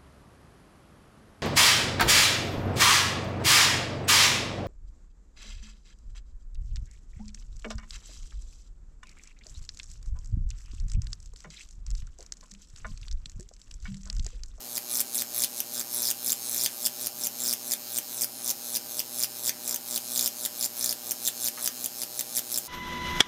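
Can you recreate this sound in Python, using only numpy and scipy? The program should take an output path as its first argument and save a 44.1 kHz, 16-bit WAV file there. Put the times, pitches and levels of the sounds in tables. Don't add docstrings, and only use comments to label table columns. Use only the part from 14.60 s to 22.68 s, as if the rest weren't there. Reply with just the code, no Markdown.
import sys
import numpy as np
from scipy import signal
from scipy.fft import rfft, irfft
from scipy.io import wavfile
from scipy.ndimage import uniform_filter1d

SR = 44100
rng = np.random.default_rng(int(sys.argv[2]) if len(sys.argv) > 2 else 0)


def master_out(mix):
    frames = np.transpose(np.atleast_2d(mix))
    ceiling = np.clip(frames, -1, 1)
    pcm = np.round(ceiling * 32767).astype(np.int16)
    wavfile.write(sys.argv[1], SR, pcm)


N = 356328

PULSE_HZ, FIRST_S = 120.047, .0051

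# (time [s], level [dB], share of the lower part, below 8 kHz [dB],
# thump strength [dB], thump frequency [Hz])
SNAP_EVENTS = [(0.1791, -28.2, -7.5, -44.0, 3130), (0.4125, -26.5, -11.7, -45.7, 2400),
               (0.6208, -27.4, -9.7, -46.5, 2300), (0.8451, -24.8, -9.2, -42.3, 3140),
               (1.0037, -25.2, -10.8, -41.4, 3010), (1.2119, -30.9, -5.2, -49.9, 2290),
               (1.5122, -25.8, -10.1, -43.3, 2950), (1.7285, -26.3, -9.8, -47.5, 3030),
               (2.0615, -23.2, -3.1, -42.0, 3460), (2.2698, -26.3, -8.7, -41.3, 3060),
               (2.4701, -26.5, -9.9, -45.0, 3120), (2.6701, -26.3, -8.8, -43.8, 2990),
               (2.9363, -26.3, -9.9, -41.6, 2960), (3.1361, -25.3, -8.8, -49.1, 2280),
               (3.3862, -25.8, -10.6, -45.5, 3040), (3.6445, -26.6, -10.5, -48.0, 2240),
               (3.9109, -26.9, -8.1, -46.7, 2950), (4.1695, -26.9, -9.9, -42.1, 2890),
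               (4.4023, -27.5, -8.4, -43.6, 2990), (4.6441, -28.2, -8.4, -40.4, 2980),
               (4.8942, -23.6, -3.0, -43.4, 3260), (5.1608, -29.4, -10.4, -44.9, 2980),
               (5.3771, -28.4, -8.2, -47.9, 3070), (5.6766, -25.2, -9.4, -42.4, 3100),
               (5.8604, -26.9, -9.6, -46.2, 3120), (6.0603, -29.3, -8.6, -50.4, 2330),
               (6.327, -28.5, -9.3, -47.2, 2990), (6.5186, -26.5, -11.6, -42.2, 3060),
               (6.6852, -26.3, -10.0, -43.0, 2970), (6.8849, -27.0, -9.1, -41.5, 3070),
               (7.0762, -24.1, -3.7, -44.5, 3500), (7.2601, -26.9, -11.3, -42.2, 3150),
               (7.4347, -30.6, -8.0, -45.0, 2910), (7.6097, -27.9, -10.6, -45.4, 2980),
               (7.7928, -27.7, -8.5, -44.9, 3040), (7.9847, -27.7, -11.1, -44.2, 3170)]
# (time [s], level [dB], restrike rate [1/s])
CRACK_EVENTS = [(0.1706, -30.0, 4500), (0.3292, -30.0, 10400), (0.3458, -30.2, 8600), (0.3542, -27.0, 7400),
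                (0.3708, -27.1, 9800), (0.379, -30.2, 11400), (0.3957, -27.6, 6800), (0.4041, -23.1, 11000),
                (0.5459, -29.1, 11000), (0.5541, -27.0, 9000), (0.5622, -30.4, 10400),
                (0.5705, -29.6, 11000), (0.579, -28.1, 7800), (0.5873, -29.6, 4800), (0.6119, -30.0, 6400),
                (0.7624, -29.7, 10400), (0.779, -27.8, 10400), (0.7873, -28.8, 9800), (0.804, -28.0, 7800),
                (0.8204, -25.5, 8400), (0.8286, -29.5, 4500), (0.8371, -23.2, 4900), (1.1954, -29.2, 7400),
                (1.3455, -28.9, 11800), (1.362, -29.3, 12600), (1.4204, -27.8, 11000),
                (1.4287, -28.9, 6700), (1.4371, -30.0, 6400), (1.4536, -26.8, 6100), (1.4619, -29.9, 5100),
                (1.4702, -27.3, 5300), (1.4784, -29.1, 4900), (1.4867, -26.8, 6100), (1.5033, -25.2, 6300),
                (1.6619, -27.3, 11400), (1.6701, -30.2, 7500), (1.6785, -28.3, 6500), (1.6864, -27.5, 9300),
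                (1.6952, -28.4, 5300), (1.7034, -24.7, 6800), (1.72, -22.9, 7800), (1.8953, -30.5, 10400),
                (1.9452, -28.4, 12200), (1.9619, -28.9, 10700), (1.9785, -28.2, 6500),
                (1.9951, -30.4, 6000), (2.0117, -27.5, 4800), (2.0198, -30.0, 6800), (2.028, -30.4, 6700),
                (2.0366, -25.2, 9800), (2.045, -26.4, 6700), (2.0532, -28.8, 5500), (2.2532, -25.6, 5300),
                (2.2616, -22.1, 7400), (2.4613, -30.7, 7100), (2.6365, -28.9, 5900), (2.6449, -29.1, 8600),
                (2.653, -29.8, 7800), (2.6612, -30.1, 7400), (2.8364, -29.4, 8200), (2.8613, -29.2, 5200),
                (2.8695, -29.3, 10700), (2.8781, -27.4, 7400), (2.8863, -27.8, 5400), (2.8946, -27.4, 6000),
                (2.9109, -28.1, 5100), (2.9278, -25.7, 6400), (3.1111, -29.3, 8400), (3.1194, -24.9, 6500),
                (3.1277, -28.2, 7400), (3.3694, -28.6, 7200), (3.3775, -27.5, 7500), (3.6109, -28.6, 7800),
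                (3.6191, -25.3, 7100), (3.6274, -27.1, 8600), (3.6357, -27.5, 4600), (3.8776, -28.4, 8000),
                (3.8939, -27.0, 7500), (3.9026, -25.6, 6100), (4.1442, -30.5, 7200), (4.1524, -27.8, 4500),
                (4.1606, -26.6, 5700), (4.3937, -25.5, 6100), (4.594, -29.3, 10400), (4.6025, -30.1, 7800),
                (4.6272, -26.5, 7700), (4.6355, -23.3, 6300), (4.8604, -29.1, 7500), (4.8686, -29.8, 5700),
                (4.8773, -25.2, 7500), (4.8853, -27.8, 5700), (5.0772, -28.5, 9300), (5.0937, -28.2, 6300),
                (5.1104, -29.1, 7100), (5.1439, -27.4, 6800), (5.352, -30.4, 8800), (5.3604, -26.6, 4800),
                (5.552, -30.5, 8600), (5.5602, -27.3, 5300), (5.5768, -24.1, 6800), (5.5935, -23.5, 4800),
                (5.6101, -25.5, 6500), (5.6268, -27.2, 6900), (5.6436, -27.9, 7500), (5.6602, -24.1, 6100),
                (5.8516, -26.7, 4900), (6.0103, -27.9, 6800), (6.0268, -27.2, 6900), (6.0352, -29.4, 6700),
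                (6.0433, -26.2, 5900), (6.0517, -27.3, 7400), (6.2102, -29.7, 6100), (6.2268, -28.0, 6800),
                (6.2433, -24.3, 6400), (6.26, -25.9, 6100), (6.2932, -25.1, 5800), (6.3098, -28.8, 6500),
                (6.5098, -26.5, 6500), (6.6517, -29.1, 7800), (6.66, -30.1, 5000), (6.6681, -27.4, 6800),
                (6.6764, -22.9, 6200), (6.8432, -27.7, 11800), (6.8515, -28.6, 6000), (6.8597, -28.5, 7200),
                (6.868, -29.0, 5600), (6.8762, -27.7, 5900), (7.0431, -27.7, 11000), (7.0597, -25.8, 6800),
                (7.2431, -28.2, 6500), (7.4179, -29.7, 5000), (7.5929, -27.0, 6100), (7.7597, -29.7, 10100),
                (7.7678, -25.9, 7100), (7.7761, -25.4, 11000), (7.7842, -28.6, 4600),
                (7.9262, -30.0, 10700), (7.9428, -28.0, 5800), (7.9595, -29.1, 6000), (7.976, -24.9, 9500)]
SNAP_S, CRACK_S = np.transpose(SNAP_EVENTS)[0], np.transpose(CRACK_EVENTS)[0]


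def gain_of(db):
    return 10 ** (np.asarray(db) / 20)


def read_curve(points, hz):
    f, value = np.transpose(points)
    return np.interp(np.log(hz + 1), np.log(f + 1), value)


def ring(x, hz, width_hz):
    return signal.lfilter(*signal.iirpeak(hz, hz / width_hz, SR), x)


def slow_drift(per_s):
    x = signal.lfilter([1], [1, 2 * np.pi * per_s / SR - 1], rng.standard_normal(N))
    return x / x.std()


def workshop_air():
    # (frequency [Hz], relative density [dB per Hz])
    air_colour = [(20, -15), (80, -18), (113, -6), (174, -3.5), (239, 6), (409, -1), (601, -1), (669, 1),
                  (793, -2.5), (2120, -9), (3200, -6), (5000, -6.5), (6500, -2.5), (11000, -14)]
    level_db = -49.5
    hz = np.fft.rfftfreq(N, 1 / SR)
    air = irfft(rfft(rng.standard_normal(N)) * gain_of(read_curve(air_colour, hz)), N)
    return gain_of(level_db) * air / air.std()


def whines():
    # (frequency [Hz], mean rms level [dB])
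    whine_rows = [(786., -63.5), (802., -64)]
    t = np.arange(N) / SR
    total = 0
    for hz, db in whine_rows:
        gain = gain_of(db + 2.0 * slow_drift(15.0))
        total = total + gain * np.sqrt(2) * np.sin(2 * np.pi * hz * t)
    return total


def scuff():
    start_s, level_db, hz, width_hz, t60_s = 6.972, -37, 1380, 1500, .15
    since_s = np.maximum(np.arange(N) / SR - start_s, 0)
    noise = ring(ring(rng.standard_normal(N), hz, width_hz), hz, width_hz)
    rise = np.minimum(since_s / .008, 1)
    return noise / noise.std() * rise * gain_of(level_db - 60 * since_s / t60_s)


def room(x):
    # (frequency [Hz], t60 [s])
    room_decay = [(1000, 0.24), (4000, 0.11), (9000, 0.084), (15000, 0.071)]
    hz, t, z = signal.stft(rng.standard_normal((6, SR // 3)), SR, nperseg=128)
    decay = gain_of(-60 * t / read_curve(room_decay, hz)[:, None])
    tails = signal.istft(z * decay, SR, nperseg=128)[1]
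    tails = tails * np.minimum(np.arange(tails.shape[1]) / 220., 1) ** 2
    tails = tails / np.linalg.norm(tails, axis=1, keepdims=True)
    cycle_hz = np.repeat([2.3, 4.2], 3)[:, None]
    turn = 2 * np.pi * (cycle_hz * np.arange(N) / SR + np.arange(6)[:, None] / 3)
    fed = np.sqrt(1 / 3) * np.cos(turn) * x
    return signal.oaconvolve(fed, tails, axes=1)[:, :N].sum(0)


def arc(s):
    # (time the arc leaves the narrow gap [s],
    # time it flares [s], lead at the flare [ms], click level when just struck [dB], level at the flare [dB],
    # swell midway from flare to break [dB], level at the break [dB],
    # offset between the polarities, plus for one and minus for the other: at the flare [dB], at the break [dB])
    climb_rows = [(0.122, 0.143, 0.7, -43.8, -38.9, 1.9, -32.5, 0.8, 2.0),
                  (0.305, 0.313, 0.7, -43.8, -31.9, -0.5, -26.5, -0.9, 1.8),
                  (0.547, 0.555, 0.8, -43.8, -27.6, -1.0, -31.1, 0.1, -0.1),
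                  (0.746, 0.755, 0.7, -43.7, -32.2, 0.0, -27.1, -2.9, 3.6),
                  (0.976, 0.996, 1.0, -43.5, -34.3, 0.0, -34.3, 1.2, 0.6),
                  (1.134, 1.146, 1.0, -44.6, -33.1, -3.2, -29.8, -0.0, -1.6),
                  (1.325, 1.334, 0.7, -42.9, -31.9, 0.1, -28.7, -1.7, 2.9),
                  (1.642, 1.65, 0.8, -43.0, -33.8, 4.0, -31.5, -3.6, 4.4),
                  (1.859, 1.896, 0.7, -41.4, -33.6, -0.1, -27.4, -2.4, 0.0),
                  (2.217, 2.246, 1.0, -42.2, -32.3, 2.7, -23.5, -1.2, -0.9),
                  (2.396, 2.433, 1.0, -43.6, -34.5, -1.0, -31.6, -2.0, -0.5),
                  (2.6, 2.621, 1.0, -44.2, -36.6, 3.8, -30.7, 0.8, -0.1),
                  (2.796, 2.804, 0.9, -44.0, -33.3, 1.8, -29.6, 1.0, -2.6),
                  (3.062, 3.104, 1.0, -43.2, -35.1, 3.3, -26.5, -1.0, 1.8),
                  (3.316, 3.35, 1.0, -43.8, -33.4, -2.1, -26.6, -0.5, 1.3),
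                  (3.525, 3.6, 1.0, -43.4, -35.8, 5.3, -28.5, -0.2, 0.9),
                  (3.841, 3.849, 0.9, -44.6, -33.9, -2.3, -25.6, -2.3, -1.1),
                  (4.054, 4.116, 0.7, -43.5, -37.8, -1.2, -26.5, -0.9, 0.3),
                  (4.308, 4.358, 0.7, -44.0, -38.2, -3.0, -27.6, 0.5, -1.3),
                  (4.541, 4.595, 0.9, -44.4, -29.4, -4.4, -23.7, 0.0, -0.1),
                  (4.787, 4.824, 0.7, -43.8, -38.3, 0.6, -26.2, -0.5, -1.7),
                  (5.032, 5.07, 1.0, -46.4, -33.3, 2.5, -38.5, -3.4, -3.8),
                  (5.282, 5.311, 1.0, -44.8, -34.0, -0.8, -28.5, -1.5, -1.5),
                  (5.486, 5.565, 1.0, -42.2, -28.3, -2.2, -28.0, -4.6, -3.2),
                  (5.807, 5.815, 0.7, -43.2, -37.2, -2.2, -30.5, -1.0, 3.2),
                  (5.978, 5.994, 0.8, -43.9, -35.8, 1.9, -27.1, -3.4, -0.7),
                  (6.174, 6.199, 0.9, -44.1, -32.9, 1.2, -30.6, -4.0, -2.8),
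                  (6.457, 6.482, 0.8, -44.9, -38.0, -2.0, -35.5, -1.5, -4.2),
                  (6.636, 6.661, 0.9, -43.0, -28.4, -1.1, -24.7, 1.8, -1.4),
                  (6.798, 6.827, 0.9, -43.3, -32.5, 1.7, -28.6, -1.5, -0.3),
                  (7.011, 7.04, 1.0, -44.0, -32.2, 0.1, -30.2, -3.7, -4.7),
                  (7.219, 7.231, 0.7, -43.0, -38.8, 2.8, -32.9, -2.7, -4.0),
                  (7.386, 7.411, 0.9, -44.1, -37.2, 3.0, -33.7, 1.4, 2.5),
                  (7.573, 7.585, 0.9, -43.6, -36.1, 2.9, -29.9, -2.7, -2.2),
                  (7.744, 7.773, 1.0, -43.7, -24.1, -0.6, -27.8, -0.1, -0.8),
                  (7.915, 7.927, 0.8, -43.6, -31.3, -1.1, -30.8, -1.5, -5.0),
                  (8.12, 8.16, 0.8, -43.0, -31.0, 0, -29.0, 0.0, 0.0)]
    struck_ms, out_ms, break_ms = .14, .6, 1.15
    speed_up = 1.8
    db_per_ms, full_ms = 13., .7
    flare_rise_s = .04

    breaks = np.r_[-.004, SNAP_S, 8.2]
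    climb = np.searchsorted(breaks, s) - 1
    (out, flare, flare_ms, struck_db, flare_db, swell_db, last_db,
     polar_db, polar_last_db) = np.array(climb_rows)[climb].T
    struck, last = breaks[climb] + 1 / PULSE_HZ, breaks[climb + 1] - 1 / PULSE_HZ

    def share(a, b):
        return np.clip((s - a) / np.maximum(b - a, 1e-3), 0, 1)

    late = share(flare, last)
    flared = share(flare - flare_rise_s, flare) ** 2
    lead_ms = (struck_ms + (out_ms - struck_ms) * share(struck, out) ** speed_up
               + (flare_ms - out_ms) * share(out, flare) + (break_ms - flare_ms) * late)
    quiet_db = struck_db + db_per_ms * (np.minimum(lead_ms, full_ms) - struck_ms)
    loud_db = flare_db + (last_db - flare_db) * late + swell_db * np.sin(np.pi * late)
    level_db = quiet_db + flared * (loud_db - quiet_db)
    return lead_ms, level_db, flared * (polar_db + (polar_last_db - polar_db) * late)


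def hum():
    # (multiple of the pulse rate, mean rms level at .15 ms lead [dB],
    # level extrapolated to 1.65 ms lead [dB])
    hum_partials = [(1, -69, -55), (2, -63.5, -46.5), (3, -67, -53), (4, -68, -53.5), (5, -62, -48.5),
                    (6, -73.5, -51.5), (7, -72, -62), (8, -69, -51), (10, -100, -52), (11, -104, -46),
                    (12, -77, -56), (13, -76, -58)]
    t = np.arange(N) / SR
    lead_ms = uniform_filter1d(arc(np.maximum(t - .008, 0))[0], size=800)
    turn = 2 * np.pi * PULSE_HZ * (t - FIRST_S + lead_ms / 1000)
    length = uniform_filter1d(np.clip((lead_ms - .15) / 1.5, 0, 1.1), 600)
    total = 0
    for k, short_db, long_db in hum_partials:
        level_db = short_db + (long_db - short_db) * length + 1.3 * slow_drift(2.3)
        total = total + gain_of(level_db) * np.cos(k * turn)
    return np.sqrt(2) * total


def clicks(s, size):
    at = np.ravel(s) * SR
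    near = np.floor(at)[:, None] + np.arange(-7, 9)
    off = near - at[:, None]
    shape = np.ravel(size)[:, None] * np.sinc(off) * np.cos(np.pi * off / 16) ** 2
    place = np.clip(near, 0, N).astype(int)
    return np.bincount(place.ravel(), shape.ravel(), N + 1)[:N]


def echoed(s, size, lead_ms):
    # (delay [ms], growth of the delay per lead [ms/ms], level [dB],
    # loss per lead once the arc stands above the casing [dB/ms])
    echo_rows = [(.39, .16, -4.5, 4), (.74, .07, -6, 8), (1.7, 0, -9.5, 11), (3.9, .05, -15, 5),
                 (4.55, -.06, -16, 5), (4.8, .08, -16, 5)]
    above_ms = np.maximum(lead_ms - .75, 0)

    def echo(ms, grow, db, lost_db):
        return clicks(s + (ms + grow * lead_ms) / 1000, size * gain_of(db - lost_db * above_ms))

    treble = signal.butter(2, 3600, "high", fs=SR)
    bench = signal.lfilter(*treble, echo(ms=2.69, grow=-.04, db=-2.5, lost_db=5))
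    return clicks(s, size) + bench + sum(echo(*row) for row in echo_rows)


def spark_response(points):
    hz = abs(np.fft.fftfreq(2048, 1 / SR))
    log_gain = np.log(gain_of(np.maximum(read_curve(points, hz), -60)))
    taps = np.fft.ifft(np.exp(np.conj(signal.hilbert(log_gain)))).real[:512]
    return taps / np.linalg.norm(taps)


def bursts(start, level_db, luck, lead_ms, per_s, more_db, train_ms, colour):
    quicken = .045
    spread = .059 * luck[:, :1] + (.07 + .11 * lead_ms) * luck[:, 1:15]
    gaps = np.exp(spread - quicken * np.arange(-4, 10)) / per_s
    after = np.cumsum(gaps, 1) - gaps[:, :1]
    size = gain_of(more_db - 8 * (after * 1000 / train_ms) ** 3 + 2.6 * luck[:, 15:29])
    size[:, 0] = 1
    response = spark_response(colour)

    def sound(a):
        return signal.oaconvolve(echoed(start + after, a, lead_ms + 0 * after), response)[:N]

    energy = np.cumsum(sound(size) ** 2)
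    at = np.minimum(start * SR, N - 150).astype(int)
    own = (energy[at + 140] - energy[at - 5]) * PULSE_HZ / SR
    return sound(size * gain_of(level_db) / np.sqrt(own + 1e-9))


def snaps():
    # (frequency [Hz], level [dB])
    dull_colour = [(400, -52), (1500, -16), (2500, -9), (4200, -12.5), (6500, -9.5), (9500, -36)]
    # (frequency [Hz], level [dB])
    bright_colour = [(3000, -63), (6000, -9), (9000, 0.5), (13000, 4.5), (15000, 0), (16000, -17)]
    thump_width_hz = 380
    s, db, dull_db, thump_db, thump_hz = np.transpose(SNAP_EVENTS)[:, :, None]
    luck = rng.standard_normal((len(s), 30))
    bright_db = 10 * np.log10(1 - gain_of(dull_db) ** 2)
    dull = bursts(s, db + dull_db, luck, lead_ms=1.57, per_s=6300, more_db=-2, train_ms=.7,
                  colour=dull_colour)
    bright = bursts(s, db + bright_db, luck, lead_ms=1.57, per_s=14500, more_db=-14, train_ms=.9,
                    colour=bright_colour)
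    thump = sum(ring(clicks(a, gain_of(b)), hz[0], thump_width_hz)
                for a, b, hz in zip(s, thump_db, thump_hz))
    return dull + bright + thump * SR / np.sqrt(2 * np.pi * thump_width_hz * PULSE_HZ)


def cracks():
    # (frequency [Hz], level [dB])
    crack_colour = [(600, -30), (2000, -5.5), (3300, -3.5), (5000, 2.5), (9000, 0.5), (15300, -0.5),
                    (16000, -24)]
    s, db, per_s = np.transpose(CRACK_EVENTS)[:, :, None]
    next_s = FIRST_S + np.ceil((s - FIRST_S) * PULSE_HZ) / PULSE_HZ
    lead_ms = 1000 * (next_s - s)
    luck = rng.standard_normal((len(s), 30))
    return bursts(s, db, luck, lead_ms, per_s, more_db=.5, train_ms=.8, colour=crack_colour)


def relights():
    # (lead [ms], rate [1/s], level against the first spark [dB],
    # length of the train [ms])
    restrike_rows = [(.1, 13300, -12, 0.79), (.45, 14400, -12.5, 0.21), (.62, 12550, -10.5, 0.52),
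                     (.8, 9900, -7.5, 1), (.95, 7760, -8.5, 1), (1.15, 5000, -26.5, 1)]
    # (frequency [Hz], level [dB])
    click_colour = [(500, -30.5), (950, -7.5), (2100, -12.5), (3300, -4), (4400, 2), (5500, 3.5),
                    (8000, 1.5), (12000, 0), (15300, -0.5), (16000, -22)]
    scatter_db_per_ms, ceiling_db = 1.5, -31.3
    settle_ms, settle_relights = .14, 6.

    k = np.arange(int(N / SR * PULSE_HZ))
    k = np.setdiff1d(k, np.round((np.r_[SNAP_S, CRACK_S] - FIRST_S) * PULSE_HZ))
    lead_ms, level_db, polar_db = (c[:, None] for c in arc(FIRST_S + k / PULSE_HZ))
    level_db = level_db + scatter_db_per_ms * lead_ms * rng.standard_normal(lead_ms.shape)
    sign = (-1.) ** k[:, None]
    luck = signal.lfilter([.5], [1, 0, -.86], rng.standard_normal((len(k), 30)), axis=0)

    columns = np.transpose(restrike_rows)
    per_s, more_db, train_ms = (np.interp(lead_ms, columns[0], c) for c in columns[1:])
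    more_db = np.minimum(more_db + 3 * sign * polar_db, 1.5)
    wander_ms = .025 * sign + .025 * gain_of(more_db) * luck[:, 29:]

    index = np.arange(len(k))
    fresh = np.isin(k - 1, np.round((SNAP_S - FIRST_S) * PULSE_HZ))
    since = (index - np.maximum.accumulate(index * fresh))[:, None]
    wander_ms = wander_ms - settle_ms * (-1.) ** since * np.exp(-since / settle_relights)

    start = FIRST_S + k[:, None] / PULSE_HZ - (lead_ms + wander_ms) / 1000
    level_db = np.minimum(level_db + sign * polar_db, ceiling_db)
    return bursts(start, level_db, luck, lead_ms, per_s, more_db, train_ms, click_colour)


def scene():
    room_db = -7
    sparks = relights() + cracks() + snaps()
    near = sparks + gain_of(room_db) * room(sparks) + hum()
    near = signal.sosfilt(signal.butter(4, 95, "high", fs=SR, output="sos"), near)
    return (near + workshop_air() + whines() + scuff())[None]


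def record(dry):
    edge_hz = 15950
    low_pass = signal.firwin(511, edge_hz, window=("kaiser", 9), fs=SR)
    return signal.oaconvolve(-dry, low_pass[None], "same")


dry = scene()
out = record(dry)
master_out(out)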